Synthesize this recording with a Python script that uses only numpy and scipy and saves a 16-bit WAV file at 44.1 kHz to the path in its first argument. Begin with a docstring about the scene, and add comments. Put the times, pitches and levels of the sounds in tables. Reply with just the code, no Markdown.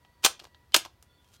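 """Low rumble, hiss and a few faint wavering whines fill a quiet living room. Close to the microphone,
the plastic magazine of a toy blaster is worked by hand and clacks twice, half a second apart.
Each clack is a quick run of contacts between catch, magazine and hollow shell, which cracks and rings.
Small ticks, rubs of the hand and soft thuds surround the clacks; the sliding magazine squeaks
just ahead of the second one. The room rings briefly."""
import sys
import numpy as np
from scipy import signal
from scipy.fft import rfft, irfft, next_fast_len
from scipy.io import wavfile

SR = 44100
rng = np.random.default_rng(int(sys.argv[2]) if len(sys.argv) > 2 else 0)


def output_pcm(signal):
    """Save a mono or channel-first signal as 16-bit PCM at the path in sys.argv[1].

    Samples are clipped to [-1, 1] before scaling.
    """
    pcm = np.clip(np.atleast_2d(signal).T, -1, 1) * 32767
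    wavfile.write(sys.argv[1], SR, np.round(pcm).astype(np.int16))


N = 61739
T = np.arange(N) / SR

# spectrum of the plastic's crowded, quickly damped modes: frequency_hz, gain_db
PLASTIC_SPECTRUM = [(60, -29.5), (170, -25), (400, -11.5), (900, -2.5), (1500, -5), (2000, -8),
                    (2800, -1.5), (4000, -2.5), (6500, -4), (9200, -7.5), (10500, -11.5), (13000, -10.5),
                    (16000, -21)]


def from_db(db):
    """Decibels to gain."""
    return 10 ** (np.asarray(db) / 20)


def unit(x):
    """Scale to an energy of one."""
    return x / np.sqrt(np.sum(x ** 2) + 1e-20)


def at_hz(points, hz, column=1):
    """Read one column of a table on a log-frequency axis."""
    table = np.array(points)
    return np.interp(np.log(np.maximum(hz, 1)), np.log(table[:, 0]), table[:, column])


def colour(x, spectrum):
    """Causal (minimum-phase) filter through points of frequency_hz, gain_db."""
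    size = 2 * next_fast_len(len(x))
    bins_hz = np.arange(size // 2 + 1) * SR / size
    cepstrum = irfft(np.log(from_db(at_hz(spectrum, bins_hz))))
    cepstrum[1:size // 2] *= 2
    cepstrum[size // 2 + 1:] = 0
    return irfft(rfft(x, size) * np.exp(rfft(cepstrum)))[:len(x)]


def add(out, start_s, x):
    """Mix a sound in at start_s."""
    i = int(start_s * SR)
    out[i:i + len(x)] += x[:N - i]


def drift(count):
    """A random curve through count points spread over the scene."""
    return np.interp(T, np.linspace(0, T[-1], count), rng.standard_normal(count))


def gate(start_s, end_s, fade_s):
    """A gain that opens and closes with straight fades."""
    return np.clip(np.minimum(T - start_s, end_s - T) / fade_s, 0, 1)


def sine(pitch_hz):
    """A sine that follows a pitch curve."""
    return np.sin(2 * np.pi * np.cumsum(pitch_hz) / SR)


def room_tone(floor_db=-64.5, waver=.011, swell_db=4):
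    """Steady rumble and hiss, with thin wavering whines that come and go."""
    # spectrum of the rumble and hiss: frequency_hz, relative_db
    floor_spectrum = [(20, -31), (40, -12), (65, -1), (100, -5.5), (200, -16.5), (400, -19.5),
                      (1000, -24.5), (2200, -29), (4000, -31), (7000, -38), (16000, -39.5)]
    # faint whines: start_s, end_s, pitch_hz, level_db
    whines = [(-.1, .72, 970, -75.5), (-.1, .72, 1940, -76), (0, .62, 4500, -86.5), (.9, 1.36, 980, -79),
              (.9, 1.3, 1960, -83.5), (1.05, 1.6, 1420, -80), (1.06, 1.24, 3460, -75),
              (1.15, 1.46, 3205, -80), (1.05, 1.2, 4440, -80), (1.361, 1.5, 4150, -76.5)]
    out = from_db(floor_db) * np.sqrt(N) * unit(colour(rng.standard_normal(N), floor_spectrum))
    for start_s, end_s, pitch_hz, level_db in whines:
        whine = np.sqrt(2) * sine(pitch_hz * (1 + waver * drift(count=140)))
        swell = from_db(level_db + swell_db * drift(count=80))
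        out += swell * gate(start_s, end_s, fade_s=.0394) * whine
    return out


def magazine_clacks(crack_t60_s=.012, tail_t60_s=.074, tail_db=-13):
    """Every contact cracks and sets the shell ringing; the place struck decides which modes answer."""
    # contacts of the magazine: start_s, level_db, thump_db, knock_db, treble_db, place (0 catch, 1 well)
    contacts = [(.049, -26, 0, 7.5, -20, 0.25), (.2243, -30, -3, -9.5, -2, 0),
                (0.2342, -14.5, 2, 7.5, -9.5, 0), (0.2384, -17, -6.5, -2, -7, 0),
                (0.2405, 4.5, -9, -4.5, -10, 0.61), (0.2417, 3.5, -5.5, -5.5, -5, 0),
                (0.247, 15, -5.5, -8, 0, 0.037), (0.2495, 17.5, 2.5, -3.5, 0.5, 0.086),
                (.2530, 13.5, 2, -0.5, 2, 0.23), (0.2591, 10, -4.5, -4, 1.5, 0),
                (0.2619, 16, -9, -5, -2.5, 0), (0.2634, 6.5, 2, 8.5, -5, 0), (.3940, -18, 1, 0, -10, .3),
                (.3982, -11.5, -3.5, -5.5, -11.5, 0.35), (.4005, -15, 1, -7.5, -21, 0.47),
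                (.4140, -31.5, 26.5, 7, -13, 0.66), (.4230, -32, 21, 13, -4, 1),
                (0.4375, -27, 8, 8, -9, 0.71), (.4422, -21.5, 11, 8.5, 0, 0.48),
                (0.452, -18, 9.5, 3.5, -14, 0.83), (0.4698, -31.5, 14, 9, -3, 0.3),
                (0.5463, -20.5, -2, -3.5, -26.5, .5), (0.7213, -18, -8.5, -8.5, -8.5, 0.93),
                (0.7328, -25, 0, -4.5, -4.5, 1), (0.7382, -13.5, -8, -11.5, -13, 0.95),
                (0.7432, 17, -8.5, -2.5, -1.5, 0.73), (.7446, 20, -5, -4.5, -5.5, 0.99),
                (0.7476, 17.5, 1, 3.5, -7, 0.73), (0.7522, 6, -2, 5.5, -1.5, 1),
                (0.7627, 14, -6, -7, 1.5, 0.9), (0.7654, 6.5, 10, 1.5, 3.5, 0.92),
                (0.8507, -9, -3, 9, -7.5, 0.91), (0.8591, -13.5, 10.5, 13, -9, 1),
                (1.0259, -25, -3.5, 2, 6.5, 0.72), (1.2450, -34.5, -2, -3, -3.5, .5)]
    # modes of the hollow shell: pitch_hz, t60_s, catch_db, well_db (level when struck at each place)
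    shell_modes = [(343, 0.042, -14, -1.5), (457, 0.02, -2.5, -15), (600, 0.034, -7, -6.5),
                   (781, .03, -4, -7), (996, 0.026, -5.5, -1.5), (1261, 0.04, 1, -7.5),
                   (1617, .03, -11, -3), (2396, 0.013, -5.5, -4), (2670, 0.08, -8.5, -2),
                   (2868, .06, 1, -1.5), (3176, 0.062, -0.5, -0.5), (3442, 0.022, 0, -2.5),
                   (4260, 0.062, 0, -5), (4640, 0.07, -6.5, -2.5), (5040, 0.054, -2, -5),
                   (5680, 0.036, -4, -4), (6580, .05, -3, -2), (7170, 0.045, -4, -0.5),
                   (8320, 0.053, -5.5, -6)]
    thump_hz, knock_hz, treble_hz = 367, 1030, 8750
    t = T[:SR // 8]
    cracks, rings = np.zeros(N), np.zeros(N)
    crack_decay = from_db(-60 * t / crack_t60_s) + from_db(tail_db - 60 * t / tail_t60_s)
    for start_s, level_db, thump_db, knock_db, treble_db, place in contacts:
        tone = [(thump_hz, thump_db), (knock_hz, knock_db), (2100, 0), (4200, 0), (treble_hz, treble_db)]
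        ring = np.zeros(len(t))
        for k, (pitch_hz, t60_s, catch_db, well_db) in enumerate(shell_modes):
            damping = np.log(1000) / t60_s
            resonance = from_db(catch_db + place * (well_db - catch_db))
            amplitude = (-1) ** k * 2 * damping / SR * resonance  # neighbouring modes alternate in sign
            ring += amplitude * np.sin(2 * np.pi * pitch_hz * t) * np.exp(-damping * t)
        crack = unit(crack_decay * rng.standard_normal(len(t)))
        add(rings, start_s, from_db(level_db) * colour(ring, tone))
        add(cracks, start_s, from_db(level_db) * colour(crack, tone))
    return rings + colour(cracks, PLASTIC_SPECTRUM)


def room_reverb(direct, delay_s=.0043, build_s=.005):
    """The living room returns a diffuse tail that builds in milliseconds and dies sooner in the treble."""
    # reverberation of the room: frequency_hz, level_db, t60_s
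    reverb_bands = [(100, -13.5, .3), (400, -18.5, .25), (897.4, -13, 0.18), (2500, -17, .215),
                    (6000, -15.5, .19), (10000, -14, 0.13), (16000, -18, .13)]
    t, edges_hz = T[:SR // 2], np.geomspace(60, 18000, 13)
    white, tail = rng.standard_normal((2, len(t))), np.zeros(len(t))
    build = 1 - np.exp(-np.maximum(t - delay_s, 0) / build_s)
    for k, (low, high) in enumerate(zip(edges_hz, edges_hz[1:])):
        centre_hz = np.sqrt(low * high)
        band = signal.sosfilt(signal.butter(2, [low, high], "band", fs=SR, output="sos"), white[k % 2])
        decay = from_db(-60 * t / at_hz(reverb_bands, centre_hz, column=2))
        gain = from_db(at_hz(reverb_bands, centre_hz)) * np.sqrt(2 * (high - low) / SR)
        tail += gain * unit(band * build * decay)
    return signal.fftconvolve(direct, tail)[:N]


def hand_rubs(grain_db=4, grain_samples=64):
    """Hand and magazine rub over the shell in short grainy swells."""
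    # slides on the plastic: centre_s, half_length_s, level_db
    rubs = [(.240, .005, -32), (.435, .028, -63), (1.30, .05, -66), (1.347, .012, -54)]
    swell = sum(from_db(level_db) * np.exp(-.5 * ((T - centre_s) / half_length_s) ** 2)
                for centre_s, half_length_s, level_db in rubs)
    grain_gains = from_db(grain_db * rng.standard_normal(N // grain_samples + 1))
    grain = np.repeat(grain_gains, grain_samples)[:N]
    return colour(swell * grain * rng.standard_normal(N), PLASTIC_SPECTRUM)


def blaster_thuds(pitch_hz=68.53, t60_s=.1, rise_s=.011):
    """The whole blaster jolts in the hand with a soft low thud."""
    # jolts of the blaster: start_s, level_db
    jolts = [(0.256, -46), (0.544, -49), (.755, -58)]
    out, t = np.zeros(N), T[:SR // 3]
    envelope = (1 - np.exp(-t / rise_s)) * from_db(-60 * t / t60_s)
    thud = envelope * np.sin(2 * np.pi * pitch_hz * t)
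    for start_s, level_db in jolts:
        add(out, start_s, from_db(level_db) * thud)
    return out


def magazine_squeak(start_s=.724, end_s=.743, pitch_hz=3100, roughness=.012):
    """The magazine squeaks briefly as it slides home, swelling until it stops."""
    final_db, rise_db_per_s = -35, 1300
    swell = from_db(final_db + rise_db_per_s * np.minimum(T - end_s, 0))
    rough_tone = sine(pitch_hz * (1 + roughness * drift(count=900)))
    return swell * gate(start_s, end_s, fade_s=.002) * rough_tone


def scene():
    """One microphone close to the blaster, with the living room behind it."""
    blaster = magazine_clacks() + hand_rubs() + magazine_squeak()
    return (blaster + room_reverb(blaster) + blaster_thuds() + room_tone())[None]


def record(dry, ceiling=.8, cutoff_hz=15850):
    """The highest peaks are rounded and the top of the treble is cut steeply."""
    rounded = ceiling * np.tanh(dry / ceiling)
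    return signal.sosfilt(signal.ellip(10, .1, 75, cutoff_hz, fs=SR, output="sos"), rounded)


dry = scene()
out = record(dry)
output_pcm(out)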